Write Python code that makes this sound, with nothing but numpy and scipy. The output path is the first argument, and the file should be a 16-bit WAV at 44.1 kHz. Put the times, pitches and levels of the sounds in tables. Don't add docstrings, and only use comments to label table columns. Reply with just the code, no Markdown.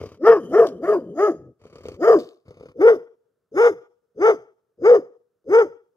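import sys
import numpy as np
from scipy import signal
from scipy.fft import rfft, irfft, next_fast_len
from scipy.io import wavfile
from scipy.ndimage import map_coordinates

SR = 44100
rng = np.random.default_rng(int(sys.argv[2]) if len(sys.argv) > 2 else 0)


def waveform_to_disk(signal):
    frames = np.transpose(np.atleast_2d(signal))
    scaled = np.clip(frames, -1, 1) * 32767
    samples = np.round(scaled).astype(np.int16)
    wavfile.write(sys.argv[1], SR, samples)


N = 262836

BAND_LIMIT_HZ = 15600


def amp(db):
    return 10 ** (np.asarray(db) / 20)


def unit(x):
    return x / np.sqrt(np.mean(x ** 2) + 1e-20)


def along(points, hz):
    f, v = np.transpose(points)
    return np.interp(np.log(hz + 1), np.log(f), v)


def curves(rows):
    s, *cols = np.transpose(rows)
    t = np.arange(max(round(s[0] * SR), 0), round(s[-1] * SR)) / SR
    return [t] + [np.interp(t, s, c) for c in cols]


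def add(track, s, x):
    i, n = max(round(s * SR), 0), x.shape[-1]
    fade = np.minimum(np.arange(n)[::-1] / (.008 * SR), 1)
    track[..., i:i + n] += (x * fade)[..., :N - i]


def wobble(n, rate):
    return map_coordinates(rng.standard_normal(int(n * rate / SR) + 4), [np.arange(n) * rate / SR])


def coloured(x, points):
    m = 2 * next_fast_len(x.shape[-1] // 2 + 4096)
    cepstrum = irfft(np.log(amp(along(points, np.fft.rfftfreq(m, 1 / SR)))))
    cepstrum[1:m // 2] *= 2
    cepstrum[m // 2 + 1:] = 0
    return irfft(rfft(x, m) * np.exp(rfft(cepstrum)), m)[..., :x.shape[-1]]


def noise(n, points, gate=1):
    return unit(coloured(gate * rng.standard_normal(n), points))


def partials(phase, pitch, tract, doubling, smear, count=14):
    voice, power = 0, 1e-12
    for k in np.arange(1, count + 1) / 2:
        gain = amp(along(tract, k * pitch)) * (doubling if k % 1 else 1)
        stray = smear * k * wobble(len(phase), 130)
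        voice = voice + gain * np.sin(k * phase + rng.uniform(0, 2 * np.pi) + stray)
        power = power + gain ** 2 / 2
    return voice / np.sqrt(power)


def sliding_noise(points, gate, scale):
    clock = np.cumsum(scale)
    ticks = np.arange(int(clock[-1]) + 2)
    return map_coordinates(noise(len(ticks), points, np.interp(ticks, clock, gate)), [clock])


def blend(tone, air, share):
    share = np.clip(share, 0, .95)
    return np.sqrt(1 - share ** 2) * tone + share * air


def gate(t, attack, release):
    return np.clip(np.minimum((t - t[0]) / attack, (t[-1] - t) / release), 0, 1)


# (frequency [Hz], level [dB])
AIR = [(25, -40.5), (100, -14), (300, -19.5), (460, -9), (880, -32.5), (1300, -22.5), (2200, -39.5),
       (15000, -43)]

def still_air(level_db=-81):
    return amp(level_db) * (noise(N, AIR) + .5 * np.array([noise(N, AIR), noise(N, AIR)]))


# (frequency [Hz], reverberation time [s])
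DECAY = [(100, 0.2), (250, .45), (380, .62), (520, .56), (900, 0.61), (2000, 0.45), (5500, 0.85),
         (14000, .45)]
# (frequency [Hz], level [dB])
SCATTER = [(60, -12.5), (130, -19.5), (500, -25.5), (2000, -15.5), (5000, 2), (12000, -7.5)]
# (delay [s], level [dB])
WALLS = [(0.012, -13), (0.022, -17), (0.057, -28), (0.113, -33), (.19, -42.5)]

def yard(x, tail_db=-28.5, build_s=.0092, scatter_t60=.021, flutter_db=3):
    hz, t, bands = signal.stft(rng.standard_normal((3, SR)), SR, nperseg=256)
    decay = amp(-60 * t / along(DECAY, hz)[:, None])
    tails = signal.istft(bands * decay * (1 - np.exp(-t / build_s)), SR, nperseg=256)[1]
    far = tails[0] + tails[1:]
    far *= amp(tail_db) / np.linalg.norm(far[0])
    near = rng.standard_normal(far.shape) * amp(-60 * np.arange(far.shape[1]) / SR / scatter_t60)
    near = coloured(near / np.linalg.norm(near[0]), SCATTER)
    for delay, db in WALLS:
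        near[:, round(delay * SR)] += amp(db)
    early, late = [signal.fftconvolve(x, response, axes=1)[:, :N] for response in (near, far)]
    return early + late * amp(flutter_db * wobble(N, 55))


# (time [s], lead of the left microphone [ms])
BEARING = [(0, .07), (.7, 0.1), (1.7, 0.12), (2.7, 0.19), (6, 0.19)]

def microphones(x):
    i = np.arange(N)
    lead = np.interp(i / SR, *np.transpose(BEARING)) * SR / 1000
    left = map_coordinates(x[0], [i + lead / 2])
    right = map_coordinates(x[1], [i - lead / 2])
    return np.array([left, right]) * amp([[.6], [-.6]])


# (time [s], level [dB])
CHAIN_LEVEL = [(0.33, -73.5), (0.428, -67.5), (0.486, -69), (0.942, -87), (1.1, -78), (1.2, -85.5),
               (1.3, -90)]
# (frequency [Hz], level [dB])
LINKS = [(2000, -38), (2750, -19), (3050, 5), (3400, -15.5), (5000, -25.5), (6200, -13), (9000, -30.5),
         (11000, -15), (12500, -29.5)]

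def chain(gain_db=4):
    out = np.zeros(N)
    t, db = curves(CHAIN_LEVEL)
    rubbing = amp(3 * wobble(len(t), 40))
    add(out, t[0], amp(db + gain_db) * noise(len(t), LINKS, rubbing))
    return out


# (time [s], level [dB], time to fall 60 dB [s])
SCUFFS = [(.664, -34, .1), (2.187, -39.5, .2), (2.218, -47, .35)]
# (frequency [Hz], level [dB])
GRIT = [(800, -28.5), (2500, 2), (4000, 4), (7000, -7), (10000, -14.5), (15000, -13.5)]

def scuffs(gain_db=-7):
    out, t = np.zeros(N), np.arange(SR // 4) / SR
    for start, db, t60 in SCUFFS:
        grains = amp(5 * wobble(len(t), 600))
        add(out, start, amp(db + gain_db - 60 * t / t60) * noise(len(t), GRIT, grains))
    return out


# (time [s], pitch [Hz], level [dB])
GROAN_CONTOUR = [(1.32, 215, -38.5), (1.354, 170, -45), (1.41, 128.8, -48), (1.492, 128, -44.5),
                 (1.53, 124, -54)]

def groan(gain_db=-1):
    out = np.zeros(N)
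    t, pitch, db = curves(GROAN_CONTOUR)
    phase = 2 * np.pi * np.cumsum(pitch) / SR
    tract = [(130, 3.5), (250, -8.0), (400, 3.5), (800, -41.5)]  # (frequency [Hz], level [dB])
    add(out, t[0], amp(db + gain_db) * partials(phase, pitch, tract, doubling=.05, smear=.78))
    return out


# (start [s], end [s], first level [dB], last level [dB], relative hiss level [dB])
GROWLS = [(0, .19, -31.5, -58, -17), (1.59, 1.974, -53.5, -42.5, -17.5), (2.45, 2.731, -49, -49.5, -22)]
# (frequency [Hz], level [dB])
GROWL_TONE = [(20, -51), (55, -6), (110, 6.5), (200, -4), (370, 1.5), (500, 3.5), (800, -18), (1200, -7.5),
              (1700, -25.5), (2400, -19.5), (4000, -47.5)]
GROWL_HISS = [(1000, -21.5), (2300, 1), (4000, -3.5), (6000, -6), (8500, -17.5), (15000, -21.5)]

def growls(flap_hz=35, throat_db=-1):
    out = np.zeros(N)
    for start, end, first_db, last_db, hiss_db in GROWLS:
        t, db = curves([(start, first_db), (end, last_db)])
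        n = len(t)
        cycles = np.cumsum(flap_hz * np.exp(.14 * wobble(n, 25))) / SR
        strength = amp(1.8 * wobble(n, 30))
        flaps = np.diff(np.floor(cycles), prepend=0) * strength
        spurts = strength * (np.exp(-(cycles % 1) / .43) + .14)
        tone = unit(unit(coloured(flaps, GROWL_TONE)) + 2.5 * noise(n, GROWL_TONE, spurts))
        voice = amp(throat_db) * tone + amp(hiss_db) * noise(n, GROWL_HISS, spurts)
        add(out, t[0], amp(db) * gate(t, attack=.027, release=.021) * voice)
    return out


# (time [s], level [dB], relative hiss level [dB])
SNARLS = [(0.014, -28.5, -31.5), (0.038, -27.5, -35), (1.654, -39.5, -26.5), (1.756, -42, -18),
          (1.855, -29.5, -24.5), (1.885, -29, -19.5), (2.507, -40, -25.5), (2.609, -37, -32),
          (2.635, -40, -35.5), (2.658, -37, -36.5)]

def snarls(thump_db=-10, edge_db=-8, ring_hz=450, attack_s=.00083):
    out, t = np.zeros(N), np.arange(SR // 20) / SR
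    swell = 1 - np.exp(-t / attack_s)
    for start, db, hiss_db in SNARLS:
        ring = np.sin(2 * np.pi * ring_hz * t) * amp(-60 * t / .027) * swell
        breath = noise(len(t), GROWL_TONE, swell * amp(-60 * t / .034))
        thump = unit(unit(ring) + .3 * breath)
        edge = noise(len(t), GROWL_HISS, amp(-60 * t / .012))
        add(out, start, amp(db + thump_db) * thump + amp(db + hiss_db + edge_db) * edge)
    return out


# (frequency [Hz], level [dB])
GRUMBLE = [(20, -53), (60, -22.5), (120, -13), (200, -4.5), (300, -2), (430, 0), (530, -6), (640, -27),
           (900, -70.5)]

def grumble(start=.38, end=1.18, level_db=-37.5, top_hz=470, lowest_hz=169.4, glide_hz_per_s=2100):
    out, t = np.zeros(N), np.arange(start, end, 1 / SR)
    n = len(t)
    from_top = np.min([np.abs(t - row[0]) for row in BARKS], axis=0)
    note = np.maximum(top_hz - glide_hz_per_s * from_top, lowest_hz)
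    pitch = note * (1 + .05 * wobble(n, 170))
    phase = 2 * np.pi * np.cumsum(pitch) / SR
    tone = partials(phase, pitch, GRUMBLE, doubling=.16, smear=.4)
    voice = blend(tone, noise(n, GRUMBLE), share=.51)
    add(out, start, amp(level_db + 2 * wobble(n, 60)) * gate(t, .026, .026) * voice)
    return out


# (frequency [Hz], level [dB])
HISS = [(2000, -24), (3000, -3.5), (3500, -1), (4150, -15.5), (5150, 2.5), (6100, 2.5), (6850, -1.5),
        (7700, -12), (9500, -15.5), (12500, -9), (15500, -14)]

def teeth(puffs, scale, ring_t60=.014):
    t = np.arange(SR // 50) / SR
    cavity = rng.standard_normal(len(t)) * amp(-60 * t / ring_t60)
    air = np.array([sliding_noise(HISS, puffs, scale) for _ in range(3)])
    return unit(signal.fftconvolve(air[0] + air[1:], cavity[None], axes=1)[:, :len(puffs)])


# (frequency [Hz], level [dB])
MOUTH_EARLY = [(550, -46), (760, -8.5), (880, -3), (1000, -10), (1170, -2.5), (1310, 7.5), (1490, -13.5),
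               (1640, -12), (1820, -7.5), (2080, -17.5), (2400, -31), (3150, -28), (3900, -47.5),
               (6000, -55)]
MOUTH_LATE = [(550, -44.5), (750, -5), (860, 4), (1000, -7.5), (1170, -1), (1350, 2.5), (1580, -6.5),
              (1880, -12), (2130, -7), (2450, -21.5), (3000, -25.5), (3450, -25), (3950, -37), (6000, -51)]

def mouth(phase, pitch, rough, puffs, jaw, early):
    tract = MOUTH_EARLY if early else MOUTH_LATE
    tone = partials(phase, pitch / jaw, tract, doubling=rough ** 2, smear=.07 + .2 * rough)
    return blend(tone, sliding_noise(tract, puffs, jaw), 1.05 * rough)


# (frequency [Hz], level [dB])
THROAT = [(400, -53), (540, -6), (635, 2.5), (700, -5), (780, -14.5), (1000, -54)]

def throat(phase, pitch, rough, puffs):
    tone = partials(phase, pitch, THROAT, doubling=rough, smear=.4 * rough, count=8)
    return blend(tone, noise(len(pitch), THROAT, puffs), .75 * rough)


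# (frequency [Hz], level [dB])
CHEST = [(20, -66), (45, -26.5), (75, -19.5), (115, -14.5), (160, -16), (260, -12), (340, -7), (400, -6.5),
         (455, 1), (540, -5.5), (640, -36), (900, -68.5)]
GRUNT = [(20, -66), (45, -37), (75, -22.5), (115, -12), (170, -15), (270, -16.5), (380, -2.5), (450, 3.5),
         (530, -2.5), (640, -30.5), (900, -70)]

def chest(phase, pitch, rough, slack, flutter, early):
    n = len(pitch)
    tone = partials(phase, pitch, CHEST, doubling=.043 * rough, smear=.42 * rough, count=10)
    flutter_db = 8 * np.clip(flutter, 0, .5) * np.tanh(wobble(n, 110))
    spectrum, loose = (GRUMBLE, .7) if early else (GRUNT, 1.7)
    return blend(tone * amp(flutter_db), noise(n, spectrum), .11 * flutter * rough + loose * slack)


def envelope(t, pressure, opens, shuts, swell_db, attack, release, linger, sag):
    edges = np.maximum(-opens - t, 0) / attack + np.maximum(t - shuts - linger, 0) / release
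    return swell_db * (pressure - 1) - 60 * edges - sag * t


# (time [s], pitch [Hz])
REST_PITCH = [(.9, 174.9), (1.3, 140), (2.9, 116.1)]
# (time of top [s], top pitch [Hz], rise [s], fall [s], time of voice break [s], rasp [0-1],
# flutter [0-1], formant drop [0-1], mouth open before top [s], mouth open after top [s],
# chest fade after top [dB/s], chest level [dB], throat level [dB], mouth level [dB], hiss level [dB])
BARKS = [(.303, 462.1, .089, .095, .262, .6, 0.4, .12, .051, 0.076, 89.5, -8, -24.5, -22.5, -51.5),
         (.600, 460, .077, .094, 0.58, .95, .3, .16, .066, .066, 109.5, -8.5, -19, -25.5, -53),
         (.913, 422.2, .09, 0.087, 0.87, .75, .48, .22, .076, .059, -20, -17, -26, -31.5, -59.5),
         (1.255, 420.6, .1, .065, 1.273, .55, 0.5, .06, .068, .046, -61.5, -16, -18.5, -28.5, -52.5),
         (2.097, 467.7, 0.09, .094, 2.066, .75, 0.4, .15, .067, .06, -50.5, -10, -18.5, -23.5, -49.5),
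         (2.882, 472, .095, .096, 2.89, 0.97, .05, .1, 0.068, .044, 45, -7.5, -26.5, -27, -53),
         (3.655, 480.6, .118, .077, 3.628, 0.7, .15, 0, .078, .02, 1.5, -10, -29.5, -23.5, -48.5),
         (4.287, 455.1, .108, .072, 4.274, 0.8, .08, 0.05, .068, .028, 70, -11.5, -26, -23.5, -50.5),
         (4.915, 484.5, .102, .094, 4.890, 0.97, .05, .14, 0.066, .044, 19.5, -8.5, -30, -27.5, -54.5),
         (5.583, 465.9, .106, .085, 5.64, .7, .05, .05, 0.068, .032, 9, -10, -31, -26.5, -51.5)]

def barks(early_count=5, jitter=.016, clear_roughness=.31, break_s=.007, chest_hz=471, hum_db=-60.5):
    out = np.zeros((2, N))
    t = np.arange(-.14, .18, 1 / SR)
    n = len(t)
    for i, (top, top_hz, rise, fall, breaks, rasp, flutter, drop, opens, shuts, fade,
            chest_db, throat_db, mouth_db, hiss_db) in enumerate(BARKS):
        early = i < early_count
        pressure = np.exp(-np.abs(t / np.where(t < 0, rise, fall)) ** 2.6)
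        slack = (1 - pressure) ** 2
        since_break = t + top - breaks
        broken = (1 + np.tanh(since_break / break_s)) / 2
        rough = np.clip(clear_roughness + (rasp - clear_roughness) * broken + .5 * slack, 0, .95)
        rest_hz = np.interp(top, *np.transpose(REST_PITCH))
        note = rest_hz + (top_hz - rest_hz) * pressure
        pitch = note * (1 + (jitter + .09 * slack) * wobble(n, 170))
        phase = 2 * np.pi * np.cumsum(pitch) / SR
        puffs = (1 + np.cos(phase)) / 2 + .5
        jaw = 1 - drop * (1 + np.tanh((t - .015) / .025)) / 2

        gesture = t, pressure, opens, shuts
        chest_db += envelope(*gesture, swell_db=21.5, attack=.18, release=.2259, linger=0, sag=-3.5)
        throat_db += envelope(*gesture, swell_db=22, attack=.08, release=.15, linger=.02, sag=64)
        mouth_db += envelope(*gesture, swell_db=24, attack=.072, release=.14, linger=.001, sag=26)
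        hiss_db += envelope(*gesture, swell_db=15, attack=.11, release=.65, linger=.006, sag=52)
        catch_db = 26 * flutter * np.exp(-(since_break / .008) ** 2)
        bloom_db = 3 * np.exp(-((note - chest_hz) / 33) ** 2)
        clear = (1 - broken) * pressure ** 4
        chest_db += bloom_db - catch_db - fade * np.maximum(t, 0) - 1
        throat_db += -12.5 * clear - .5
        mouth_db += 4.5 * clear + .5

        low = amp(chest_db) * chest(phase, pitch, rough, slack, flutter, early)
        upper = (amp(throat_db) * throat(phase, pitch, rough, puffs)
                 + amp(mouth_db) * mouth(phase, pitch, rough, puffs, jaw, early)
                 + amp(hiss_db) * teeth(puffs, jaw ** .12))
        hum = amp(hum_db) * gate(t, attack=.04, release=.088) * unit(np.sin(phase))
        shimmer = amp(2 * wobble(n, 55))
        add(out, top + t[0], hum + low + shimmer * upper)
    return out


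def scene():
    dog = microphones(barks() + grumble() + growls() + snarls() + groan() + scuffs() + chain())
    return dog + yard(dog) + still_air()


def record(dry):
    held = dry / (1 + np.abs(dry) ** 12) ** (1 / 12)
    m = next_fast_len(N + SR // 4)
    return irfft(rfft(held, m) * (np.fft.rfftfreq(m, 1 / SR) < BAND_LIMIT_HZ), m)[:, :N]


dry = scene()
out = record(dry)
waveform_to_disk(out)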